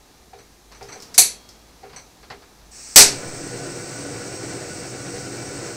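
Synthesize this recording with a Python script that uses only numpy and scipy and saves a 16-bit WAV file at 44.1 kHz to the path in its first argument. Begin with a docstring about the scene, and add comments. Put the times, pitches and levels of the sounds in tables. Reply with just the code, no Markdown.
"""A tabletop steel gas stove is lit in a small tiled kitchen. A hand works the rattling knob, and the
igniter, a sprung hammer that hits a crystal to make a spark, snaps once in vain. The knob is turned
back and round again, gas starts to hiss, and a second snap lights it with a bang that overloads the
microphone. The flame then burns steadily: a fluttering roar under the hiss of the gas jet."""
import sys
import numpy as np
from scipy import signal
from scipy.fft import rfft, irfft, next_fast_len
from scipy.io import wavfile
from scipy.ndimage import map_coordinates

SR = 44100
rng = np.random.default_rng(int(sys.argv[2]) if len(sys.argv) > 2 else 0)


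def wrap_up_sound(samples):
    """Save the sound to the file named by the first command line argument, as 16-bit audio."""
    columns = np.atleast_2d(samples).T
    # keep every value between -1 and 1, then stretch to whole-number steps
    tamed = np.clip(columns, -1, 1)
    steps = np.round(tamed * 32767).astype(np.int16)
    wavfile.write(sys.argv[1], SR, steps)


N = 254016

# the igniter's hammer blows; the last lights the gas: start_s, crack_db, thump_db, ring_db
HAMMER_BLOWS = [(1.1788, -2, -23, -11), (2.959, -3, -23, -8)]
# the notes of the casing's steel panels: pitch_hz, level_db, fade_s
PANEL_NOTES = [(122, -8, .35), (405, 4, .33), (465, 0, .3), (520, -3, .18), (670, -6, .16), (745, 0, .17),
               (785, 0, .14), (905, -8, .1), (1405, -16, .2), (2331, -17, .15)]
# the dull body of the plastic knob's sound: pitch_hz, level_db
KNOB_BODY = [(50, -5), (130, 4), (230, -5), (450, 1.5), (800, 3), (1200, 1.5), (2200, -0.5), (3200, -9),
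             (5000, -36)]


def amp(db):
    """Turn decibels into a gain."""
    return 10 ** (np.asarray(db) / 20)


def along(points, hz):
    """Read between (pitch_hz, value) points on a log pitch scale."""
    pitches, values = np.transpose(points)
    return np.interp(np.log(hz + 1), np.log(pitches + 1), values)


def since(start_s):
    """Seconds gone by since start_s, zero before it."""
    return np.maximum(np.arange(N) / SR - start_s, 0)


def rise(start_s, attack_s):
    """A smooth step from 0 to 1."""
    return 1 - np.exp(-since(start_s) / attack_s)


def wobble(rate):
    """A smooth curve through `rate` random values a second."""
    return map_coordinates(rng.standard_normal(int(N * rate / SR) + 4), [np.arange(N) * rate / SR])


def add(track, start_s, sound):
    """Mix a sound into the track at start_s."""
    part = track[round(start_s * SR):][:len(sound)]
    part += sound[:len(part)]


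def filtered(sound, response):
    """Scale each pitch in a sound by the gain response(hz)."""
    size = next_fast_len(len(sound) + SR // 4)
    hz = np.fft.rfftfreq(size, 1 / SR)
    return irfft(rfft(sound, size) * response(hz), size)[:len(sound)]


def colour(points):
    """A gain curve through (pitch_hz, level_db) points."""
    return lambda hz: amp(along(points, hz))


def resonances(peaks):
    """A gain curve with a peak at each (pitch_hz, width_hz, level_db)."""
    return lambda hz: sum(amp(db) / (1 + ((hz - centre) / width) ** 2) for centre, width, db in peaks)


def noise(response, size=N):
    """Noise shaped by a gain curve, at an average (rms) strength of 1."""
    shaped = filtered(rng.standard_normal(size), response)
    return shaped / np.sqrt(np.mean(shaped ** 2) + 1e-20)


def burst(response, attack_s, length):
    """A blow and its dense echoes; each pitch dies in `length` times the kitchen's fade time."""
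    # how long the kitchen's echoes take to fall by 60 dB: pitch_hz, fade_s
    echo_times = [(100, 0.41), (400, 0.38), (1000, 0.3), (2500, 0.31), (4300, 0.29), (7000, 0.25),
                  (11000, 0.23), (15000, 0.15)]
    size = SR if length > 2 else SR // 2
    hz, t, bands = signal.stft(noise(response, size=size), SR, nperseg=256)
    fade_s = length * along(echo_times, hz)[:, None]
    tail = signal.istft(bands * amp(-60 * t / fade_s), SR, nperseg=256)[1][:size]
    return tail * (1 - np.exp(-np.arange(size) / SR / attack_s))


def ring(notes):
    """Struck metal rings its notes, at slightly new strengths each time; each falls 60 dB in fade_s."""
    hz, db, fade_s = np.transpose(notes)[:, :, None]
    t = np.arange(SR) / SR
    strength = amp(db + rng.standard_normal(db.shape))
    waves = strength * amp(-60 * t / fade_s) * np.sin(2 * np.pi * (hz * t + rng.random(hz.shape)))
    attack_s = .001 + .03 / (1 + (hz / 480) ** 8)  # big low panels take a moment to start moving
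    return (waves * (1 - np.exp(-t / attack_s))).sum(0) / np.sqrt(np.sum(strength ** 2) / 2)


def walls(hz):
    """Echoes off the tiles give a steady sound fine peaks and dips, mostly above the bass."""
    spacing_hz, depth_db = 22, 2.3
    ripple = map_coordinates(rng.standard_normal(SR // spacing_hz), [hz / spacing_hz])
    return amp(depth_db * ripple * np.clip(hz / 1000 - .3, 0, 1))


def room_tone():
    """Faint hiss of the kitchen with a low, unsteady hum."""
    # the tone of the quiet room: pitch_hz, level_db
    room_colour = [(20, -4.5), (35, -25), (70, 0), (100, -8), (230, -5.5), (450, -8.5), (580, -14.5),
                   (750, -9.5), (1100, -15), (1300, -16), (2000, -19), (3000, -21.5), (4300, -17.5),
                   (6200, -17.5), (7000, -21.5), (15600, -30)]
    hum = amp(-58) * noise(resonances([(50.6, 4, 0), (100.5, 4.3, -24), (720, 4, -16)]))
    return hum + amp(-52.5) * noise(lambda hz: colour(room_colour)(hz) * walls(hz))


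def fingers():
    """A soft rubbing that swells as the fingers grip the knob and fades as they come to rest."""
    # each grip: start_s, length_s, level_db
    grips = [(0.0, 0.2, -61), (0.75, 0.57, -49), (1.403, 1.31, -57.5)]
    # the tone of skin on plastic: pitch_hz, level_db
    skin_colour = [(40, -11.5), (100, -5.5), (450, -6), (750, -8), (1300, -13.5), (3000, -20.5),
                   (4400, -16.5), (6200, -18.5), (8000, -26), (15600, -32.5)]
    attack_s, release_s = .06, .12
    pressure = sum(amp(db) * rise(start_s, attack_s) * np.exp(-since(start_s + length_s) / release_s)
                   for start_s, length_s, db in grips)
    return pressure * noise(lambda hz: colour(skin_colour)(hz) * walls(hz))


def knob():
    """Turning the knob: knocks on the casing, slips of the spring, ticks and plastic rattle."""
    # the knob meets its stops and knocks the casing: start_s, level_db
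    knocks = [(0.331, -40.5), (0.8089, -35.5), (0.949, -40.5), (1.831, -37.5), (2.308, -40.5)]
    # the bright edge of the knob's sound: pitch_hz, level_db
    knob_edge = [(2000, -20.5), (3500, 7), (4400, 15), (6200, 2), (8200, -5), (9500, -27), (15700, -22.5)]
    out = np.zeros(N)
    for start_s, db in knocks:
        add(out, start_s, amp(db + 4) * ring(PANEL_NOTES))
        add(out, start_s, amp(db - 8.5) * burst(colour(KNOB_BODY), attack_s=.0012, length=.8))
        add(out, start_s, amp(db - 17) * burst(colour(knob_edge), attack_s=.001, length=.6))

    # the valve's shaft slips against its spring and jolts the knob: start_s, spring_db, jolt_db
    slips = [(0.387, -51, -47.5), (0.745, -49, -48), (0.884, -43.5, -39.5), (0.922, -37, -41.5),
             (1.961, -37.5, -41)]
    # where the spring rings: pitch_hz, width_hz, level_db
    spring_peaks = [(2180, 190, -8.5), (4130, 81, -5.5), (4500, 130, -5.5), (5920, 170, -1),
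                    (6190, 170, -4), (8100, 260, -8)]
    for start_s, spring_db, jolt_db in slips:
        add(out, start_s, amp(spring_db) * burst(resonances(spring_peaks), attack_s=.0006, length=.96))
        add(out, start_s, amp(jolt_db) * burst(colour(KNOB_BODY), attack_s=.0028, length=.79))

    # the cam, a lobe on the shaft, ticks with a sharp crack and a softer tail: start_s, level_db
    ticks = [(0.7218, -48.5), (0.827, -42.5), (1.0023, -42), (1.0225, -37), (1.4899, -43)]
    # the tone of a tick: pitch_hz, level_db
    tick_colour = [(1500, -24), (3800, -14), (5200, 0), (6200, -7), (8500, -15), (15000, -24)]
    for start_s, db in ticks:
        add(out, start_s, amp(db + 4.5) * burst(colour(tick_colour), attack_s=.0004, length=.08))
        add(out, start_s, amp(db - 3) * burst(colour(tick_colour), attack_s=.0024, length=.85))

    # the knob rattles on its shaft as the fingers shift: start_s, level_db
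    rattles = [(0.715, -43.5), (1.895, -45.5), (1.929, -42), (2.229, -45.5), (2.301, -33), (2.419, -46.5)]
    for start_s, db in rattles:
        add(out, start_s, amp(db) * burst(colour(KNOB_BODY), attack_s=.003, length=.61))
        add(out, start_s, amp(db - 7) * burst(colour(knob_edge), attack_s=.00074, length=.61))
    return out


def igniter():
    """The sprung hammer hits the crystal: a bright crack, a thump in the casing and ringing steel."""
    # the tones of the latch's click, the crack and the thump: pitch_hz, level_db
    latch_colour = [(700, -25), (1800, -8.5), (3000, -13.5), (4300, -4.5), (6200, 1.5), (7200, -6),
                    (8200, 0), (9500, -17), (10500, -10), (12000, -12.5), (13000, -24), (15700, -25)]
    crack_colour = [(200, -26), (700, -16), (1100, -21), (2400, -11), (3100, -17), (4250, 0), (5100, -8),
                    (6000, 0), (7600, 1), (8600, -2), (9400, 1), (10200, -4), (11000, 0), (12500, -9),
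                    (15700, -14)]
    thump_colour = [(30, -26), (70, -16), (125, -2), (220, -18.5), (410, 11), (550, -31.5), (740, 24.5),
                    (1000, -30.5), (2500, -39)]
    # pitches that hammer and frame boost in the crack: pitch_hz, width_hz, level_db
    frame_peaks = [(2280, 70, 0), (2590, 50, 1), (5880, 60, -1), (6100, 50, -3), (7900, 90, -4),
                   (9330, 140, -3), (10900, 130, -3), (11450, 110, -3)]
    # the notes of hammer and frame, and of the pan support that rings on: pitch_hz, level_db, fade_s
    steel_notes = [(2342, -13, .2), (2612, -14, .25), (4054, -5, .26), (4086, -5, .24), (4447, -3, .28),
                   (4478, -1, .28), (4502, -4, .28), (5798, -5, .22), (5873, 0, .27), (5908, -2, .27),
                   (6045, -4, .24), (6100, -4, .24), (6280, -6, .28), (6625, -3, .22), (6870, -2, .18),
                   (7935, -4, .23), (9282, -1, .23), (9457, 0, .18), (10878, -3, .18)]
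    support_notes = [(3262, -3, 1.3), (3385, -9, 1.1), (4372, -3, 1.4), (4414, -1, .9), (5523, -9, 1),
                     (7811, -11, .9)]

    def crack(hz):
        return colour(crack_colour)(hz) * (1 + resonances(frame_peaks)(hz))

    out = np.zeros(N)
    latch_s = 1.1422  # the latch clicks as it lets go, just before the first blow
    add(out, latch_s, amp(-28) * burst(colour(latch_colour), attack_s=.0012, length=.55))
    for start_s, crack_db, thump_db, ring_db in HAMMER_BLOWS:
        add(out, start_s, amp(crack_db) * burst(crack, attack_s=.00079, length=.96))
        add(out, start_s, amp(thump_db) * burst(colour(thump_colour), attack_s=.001, length=.42))
        # the blow jolts the knob
        add(out, start_s, amp(thump_db - 9) * burst(colour(KNOB_BODY), attack_s=.001, length=.4))
        add(out, start_s, amp(ring_db) * ring(steel_notes))
        add(out, start_s, amp(-28.5) * ring(PANEL_NOTES))
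        add(out, start_s, amp(-45.5) * ring(support_notes))
    return out


def ignition():
    """At the last snap the gas in the burner catches with a bang; a slow puff of hot air follows."""
    # the tones of the bang and the deep puff: pitch_hz, level_db
    bang_colour = [(25, -11), (70, -17), (150, -17), (380, -18), (750, -6.5), (1100, -13), (2400, -5.5),
                   (3200, -12.5), (4300, -1.5), (5800, 3.5), (7300, -0.5), (8200, 6), (9300, -8.5),
                   (11500, -7.5), (15700, -12)]
    puff_colour = [(8, 3), (22, -13), (40, -16), (90, -56)]
    out = np.zeros(N)
    lit_s = HAMMER_BLOWS[-1][0]
    add(out, lit_s, amp(-11) * ring(PANEL_NOTES))  # the pressure kicks the casing
    add(out, lit_s, amp(9.5) * burst(colour(bang_colour), attack_s=.003, length=.96))
    add(out, lit_s, amp(-33.5) * burst(colour(puff_colour), attack_s=.012, length=3.9))
    return out


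def burner():
    """The gas jet hisses and whistles in its tube; the flame flutters and roars. All follow the flow."""
    # the tones of the jet and the flame: pitch_hz, level_db
    hiss_colour = [(500, -10), (1400, -9.5), (2600, -6.5), (3300, -21), (4300, -6), (5500, 1.5),
                   (7000, -0.5), (7700, -0.5), (8250, 3), (8700, -4.5), (9400, -17), (11000, -17.5),
                   (13300, -36), (15000, -17)]
    roar_colour = [(35, -10), (65, -18), (90, -0.5), (170, -2), (230, -3.5), (450, -1), (700, -3.5),
                   (900, -6), (1200, -6.5), (1600, -5.5), (2300, -8), (3200, -17.5), (4500, -10.5),
                   (9000, -36.5)]
    # the tube that mixes gas with air, and its faint whistle: pitch_hz, width_hz, level_db
    tube_peaks = [(3978, 35, -6), (4395, 30, 1), (4694, 20, -4), (5615, 60, -8), (7709, 30, -4),
                  (7870, 35, -4), (8263, 70, -3)]
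    whistle_peaks = [(8255, 60, 0)]
    # the hollows of the stove and the room's corner: pitch_hz, width_hz, level_db
    hollow_peaks = [(124, 16, 14), (170, 9, 3), (203, 8, 4), (238, 9, 4), (285, 7, 18), (338, 9, 15),
                    (385, 7, 9), (404, 7, 12), (480, 9, 13), (505, 10, 6), (562, 14, 2), (622, 18, 1),
                    (705, 12, 6), (765, 9, 2), (812, 12, -1), (1367, 25, -2), (1464, 10, 6), (1498, 10, 3),
                    (1986, 16, 2), (2175, 9, 2), (2299, 12, 2), (2760, 35, 0), (3090, 14, 5)]
    hiss = noise(lambda hz: colour(hiss_colour)(hz) * (1 + resonances(tube_peaks)(hz)) * walls(hz))
    roar = noise(lambda hz: colour(roar_colour)(hz) * (1 + resonances(hollow_peaks)(hz)) * walls(hz))

    # the valve jumps to part of its flow, then eases fully open
    open_s, jump_share = 2.708, .39
    flow = jump_share * rise(open_s, attack_s=.008) + (1 - jump_share) * rise(open_s, attack_s=.088)

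    # the flame catches, flares while the pooled gas burns off, and settles
    lit_s = HAMMER_BLOWS[-1][0]
    flare_db, flare_s, whistle_fade_s = 16, .037, 1.5
    lit = rise(lit_s, attack_s=.021)
    flare = 1 + amp(flare_db) * np.exp(-since(lit_s) / flare_s)
    flutter_db = .5 * wobble(5) + .9 * wobble(35)
    flame = lit * flare * amp(-34 + flutter_db) * roar

    whistle = amp(-46.5) * lit * np.exp(-since(lit_s) / whistle_fade_s) * noise(resonances(whistle_peaks))
    jet = amp(-38.5 + .59 * wobble(31)) * hiss
    return flow * (jet + whistle + flame)


def scene():
    """Hand, igniter and burner in the quiet kitchen, on one channel."""
    return (knob() + fingers() + igniter() + ignition() + burner() + room_tone())[None]


def record(dry):
    """Peaks too loud for the microphone are cut flat, and the highest treble is removed."""
    top_hz = 15700
    clipped = np.clip(dry[0], -1, 1)
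    return filtered(clipped, lambda hz: 1 / (1 + (hz / top_hz) ** 160))[None]


dry = scene()
out = record(dry)
wrap_up_sound(out)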